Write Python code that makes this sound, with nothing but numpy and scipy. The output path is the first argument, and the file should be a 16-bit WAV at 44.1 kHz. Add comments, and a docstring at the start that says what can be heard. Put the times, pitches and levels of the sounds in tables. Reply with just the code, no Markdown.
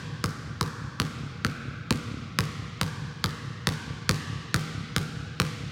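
"""A gym is ringing with a basketball dribble already under way, over a faint ventilation hum.
Each impact on the hard floor, a few metres off, gives a sharp slap of the skin, a knock of the shell,
a ping of the enclosed air, a brief shudder of the floor and a low thump and boom of the whole ball.
Ceiling and walls return these as distinct echoes and a long diffuse reverberation."""
import sys
import numpy as np
from scipy import signal
from scipy.fft import rfft, irfft
from scipy.io import wavfile

SR = 44100
rng = np.random.default_rng(int(sys.argv[2]) if len(sys.argv) > 2 else 0)


def int16_out(signal):
    """Quantize to a 16-bit WAV file."""
    q = np.round(np.clip(np.atleast_2d(signal).T, -1, 1) * 32767)
    wavfile.write(sys.argv[1], SR, q.astype(np.int16))


N = 251811
LEAD_S, RING_S = 1, 2  # room for bounces before time zero; length of the hall's response


def undb(db):
    """A level in decibels is a logarithmic amplitude ratio; return the ratio."""
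    return 10 ** (np.asarray(db) / 20)


def curve(points, hz):
    """Interpolate (frequency [Hz], value) points on a logarithmic frequency axis."""
    f, v = np.transpose(points)
    return np.interp(np.log(np.maximum(hz, 1)), np.log(f), v)


def add(track, sound, s):
    """Superposition: a sound sums into a track from time s on."""
    i = max(int(round(s * SR)), 0)
    part = sound[:max(len(track) - i, 0)]
    track[i:i + len(part)] += part


def noise(spectrum, count):
    """Spectral shaping: white noise is weighted frequency by frequency."""
    gain = undb(curve(spectrum, np.fft.rfftfreq(count, 1 / SR)))
    return irfft(rfft(rng.standard_normal(count)) * gain, count)


def reverberation(spectrum, build_s):
    """A diffuse field builds up, then decays by absorption, fastest in the top treble."""
    # reverberation time of the hall: (frequency [Hz], T60 [s])
    hall_t60 = [(60, 2.2), (150, 2), (500, 2.2), (1400, 2.93), (3000, 4.02), (5000, 2.65), (8000, 1.33),
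                (12000, .85), (16000, 0.53)]
    t = np.arange(RING_S * SR) / SR
    hz, frame_s, bands = signal.stft(noise(spectrum, len(t)), SR, nperseg=512)
    decay = np.exp(-np.log(1000) * frame_s / curve(hall_t60, hz)[:, None])
    fading = signal.istft(bands * decay, SR)[1][:len(t)]
    return fading * (1 - np.exp(-(t / build_s) ** 2))


def ventilation():
    """Flow noise: moving air makes a faint, steady, low hum."""
    # spectrum of the airflow: (frequency [Hz], level [dB])
    airflow = [(20, -61), (60, -27), (120, -14.5), (300, -34), (1000, -52.5), (4000, -84), (16000, -79)]
    return noise(airflow, N)


def echoes(sound, paths, wander_s=0.):
    """Specular reflection adds delayed copies; the delays wander as the ball moves about."""
    out = np.zeros(RING_S * SR)
    add(out, sound, 0)
    for s, db in paths:
        add(out, undb(db) * sound, s + wander_s * rng.standard_normal())
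    return out


def bass_paths(far_s=.232, step_s=.0287, far_db=-4.5, loss_db=3.5):
    """Path length sets delay: near surfaces answer early, the back wall late in an even train."""
    # reflections from large near surfaces: (delay [s], level [dB])
    near = [(0.0053, 3), (0.0153, 1), (0.0376, -2.5), (0.0452, -6.5)]
    return near + [(far_s + k * step_s, far_db - abs(k) * loss_db) for k in range(-2, 3)]


def slap(force_db, crack_db, size=1024):
    """Impact radiates a minimum-phase pulse, brighter the harder the skin lands."""
    # spectrum of the skin striking the floor: (frequency [Hz], level [dB])
    spectrum = [(100, -4), (400, 11.5), (600, 0), (850, 2.5), (1200, 6.5), (2000, 9.5), (2900, 7.5),
                (4500, 11.5), (7000, 3), (9000, 2), (12000, -4.5), (16000, -10)]
    # centres of the slap's body, crack, bite and top: (frequency [Hz])
    centres = [1000, 2500, 4800, 10000]
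    body_db, bite_db, top_db = 0.14 + 0.64 * force_db, -3.5 + 1.17 * force_db, -5.5 + 1.4 * force_db
    colour = list(zip(centres, [body_db, crack_db, bite_db, top_db]))
    hz = np.fft.rfftfreq(size, 1 / SR)
    cepstrum = irfft(np.log(undb(curve(spectrum, hz) + curve(colour, hz))))
    # folding the cepstrum gives the shortest causal pulse with this spectrum
    cepstrum[1:size // 2] *= 2
    cepstrum[size // 2 + 1:] = 0
    return irfft(np.exp(rfft(cepstrum)), size)


def skin_contact(tick_s, tick_db=-8, grit_db=-20.5, grit_s=0.0017, dispersion=0.73):
    """Impulsive excitation: the skin hits, its pebbles crackle, and it ticks again as it flattens."""
    t = np.arange(1024) / SR
    contact = undb(grit_db) * rng.standard_normal(len(t)) * np.exp(-t / grit_s)
    contact[0] += 1
    add(contact, np.array([undb(tick_db)]), tick_s)
    # all-pass dispersion: treble runs through the shell a little ahead of the bass
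    for _ in range(2):
        contact = signal.lfilter([-dispersion, 1], [1, -dispersion], contact)
    return contact


def knock(low_hz, fall_hz=600, fall_s=0.0012, swell_s=0.0012):
    """A gliding resonance: the shell's pitch drops as the dent widens."""
    t = np.arange(SR // 40) / SR
    hz = low_hz + fall_hz * np.exp(-t / fall_s)
    return np.sin(2 * np.pi * np.cumsum(hz) / SR) * t / swell_s * np.exp(1 - t / swell_s)


def ring(modes, detune=0.):
    """Free vibration is a sum of damped modes; detune is their random relative pitch spread."""
    t = np.arange(SR // 2) / SR
    out = np.zeros(len(t))
    for hz, db, t60 in modes:
        pitch_hz = hz * (1 + detune * rng.standard_normal())
        out += undb(db - 60 * t / t60) * np.sin(2 * np.pi * pitch_hz * t)
    return out


def ping(force_db):
    """Cavity resonance: the enclosed air and the shell ring on, louder after a harder blow."""
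    # modes of air and shell: (frequency [Hz], level [dB], T60 [s])
    modes = [(478.4, -36, 0.11), (819, -51, 0.37), (1158, -42, 0.38), (1585, -48.5, 0.37),
             (2080, -50.5, 0.21)]
    return undb(0.14 + 0.64 * force_db) * ring(modes, detune=0.0139)


def impact(force_db, knock_db, crack_db, knock_hz, tick_s, lift_s=0.01, mean_knock_hz=1080):
    """Slap, ping and knock arrive as direct sound and reverberation, the slap also as early echoes."""
    # hard surfaces that mirror the slap: (delay [s], level [dB])
    mirrors = [(.0104, -20), (0.0182, -9), (0.028, -22.5), (0.051, -21), (.0660, -22.5)]
    # diffuse response of the hall to the impact: (frequency [Hz], gain [dB])
    hall_gain = [(200, -86), (480, -38), (720, -35.5), (950, -38), (1200, -40.5), (1550, -39), (2100, -43),
                 (3000, -41.5), (4500, -46.5), (7000, -41.5), (10000, -44.5), (16000, -43)]
    pulse = slap(force_db, crack_db)
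    skin = signal.fftconvolve(skin_contact(tick_s), pulse)
    air = ping(force_db)
    # the hall gathers sound from all sides of the ball, by new paths at every bounce
    radiated = air.copy()
    add(radiated, pulse, 0)
    add(radiated, undb(knock_db - 17) * knock((knock_hz + mean_knock_hz) / 2, swell_s=0.00038), tick_s)
    out = undb(-1) * signal.fftconvolve(radiated, reverberation(hall_gain, build_s=0.029))
    add(out, echoes(skin, mirrors, wander_s=0.00014), 0)
    add(out, air, 0)
    add(out, undb(knock_db - 19) * knock(knock_hz), 0)
    add(out, undb(-30) * knock(knock_hz), lift_s)  # the shell springs off the floor
    return out


def shudder(t60=0.23, rise_s=0.00083):
    """Bending waves scatter through the floor and die quickly."""
    # floor vibration round the point of impact: (frequency [Hz], level [dB])
    spectrum = [(120, -47), (250, -13.5), (370, -20), (490, -13), (620, -30.5), (900, -27), (1300, -32),
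                (1800, -32.5), (4000, -49)]
    t = np.arange(SR // 3) / SR
    return noise(spectrum, len(t)) * np.exp(-np.log(1000) * t / t60) * (1 - np.exp(-t / rise_s))


def thump():
    """Mass-spring resonance of the whole ball on the floor, with its echoes and diffuse rumble."""
    # lowest modes of the ball against the floor: (frequency [Hz], level [dB], T60 [s])
    modes = [(149.6, -24, 0.13), (114.4, -31.5, 0.2)]
    # reverberant spectrum of the thump: (frequency [Hz], level [dB])
    rumble = [(25, -80), (42, -59), (58, -37.5), (80, -47), (110, -55), (138, -48), (158, 3), (178, -22),
              (250, -20.5), (380, -30.5), (490, -47), (580, -50), (900, -76)]
    return echoes(ring(modes), bass_paths()) + undb(-4) * reverberation(rumble, build_s=0.011)


def boom(echo_db=-9):
    """Higher, heavily damped modes of the squashed ball sound briefly, with weaker echoes."""
    # upper modes of the ball against the floor: (frequency [Hz], level [dB], T60 [s])
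    modes = [(230.6, -26, 0.056), (276.6, -38, 0.028)]
    return echoes(ring(modes), [(s, db + echo_db) for s, db in bass_paths()])


def dribble(squash_s=0.00271, tick_ms=0.88, tick_spread_ms=0.27):
    """Repeated elastic collision: impact and shudder at first touch, thump and boom on compression."""
    # bounces, with relative levels; the crack depends on the patch of skin that lands:
    # (time [s], force [dB], boom [dB], knock [dB], crack [dB], final knock pitch [Hz])
    bounces = [ (-.5100, 2, 0, 1.5, -3, 1110), (-.1350, 0, -5, -1.5, -2.5, 1020),
               (.2410, -0.5, 0, 3, -13.5, 1125), (0.6109, -0.3, -1, 5, -10, 964),
               (.9999, 0, 6.5, -.5, -2, 1000), (1.4479, -3, 8.5, 5.5, -3, 1256),
               (1.9074, 0.5, 11.5, 0.5, -1, 890), (2.3880, 1.4, 0, 1.5, 0.5, 980),
               (2.8132, 0.7, -10, 1.5, -5.5, 1040), (3.2414, 0.3, -4, 3, -3, 1190),
               (3.6713, 2, 2.5, 0, -0.5, 1020), (4.0930, 3.5, 1, 3.5, 1, 1110),
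               (4.5433, 3, 2.5, 2.5, 0.5, 1190), (4.9635, 1.25, -0.5, 1, -3.5, 1170),
               (5.4000, 2.5, -5, -2, 1.5, 980)]
    # reverberant spectrum of the boom: (frequency [Hz], level [dB])
    boom_spectrum = [(100, -62), (170, -37), (230, -17), (330, -34.5), (600, -42), (2000, -88)]
    out = np.zeros(N + LEAD_S * SR)
    # long waves hardly notice the ball's position, so every bounce shares these two responses
    thump_sound, boom_sound = thump(), boom()
    for s, force_db, boom_db, knock_db, crack_db, knock_hz in bounces:
        tick_s = (tick_ms + tick_spread_ms * rng.uniform(-1.2, 1)) / 1000
        boom_tail = undb(-7) * reverberation(boom_spectrum, build_s=0.0072)
        bass = undb(force_db) * thump_sound + undb(boom_db) * (boom_sound + boom_tail)
        add(out, impact(force_db, knock_db, crack_db, knock_hz, tick_s), LEAD_S + s)
        add(out, undb(force_db) * shudder(), LEAD_S + s)
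        add(out, bass, LEAD_S + s + squash_s)
    return out[LEAD_S * SR:]


def scene():
    """The sound pressures of dribble and ventilation superpose in one channel."""
    return (dribble() + ventilation())[None]


def record(dry, low_cut_hz=52, top_hz=16200):
    """Band limiting: the microphone drops the deepest bass and the very top."""
    dry = signal.sosfilt(signal.cheby1(4, .5, low_cut_hz, "high", fs=SR, output="sos"), dry)
    return signal.sosfilt(signal.ellip(10, .2, 90, top_hz, fs=SR, output="sos"), dry)


dry = scene()
out = record(dry)
int16_out(out)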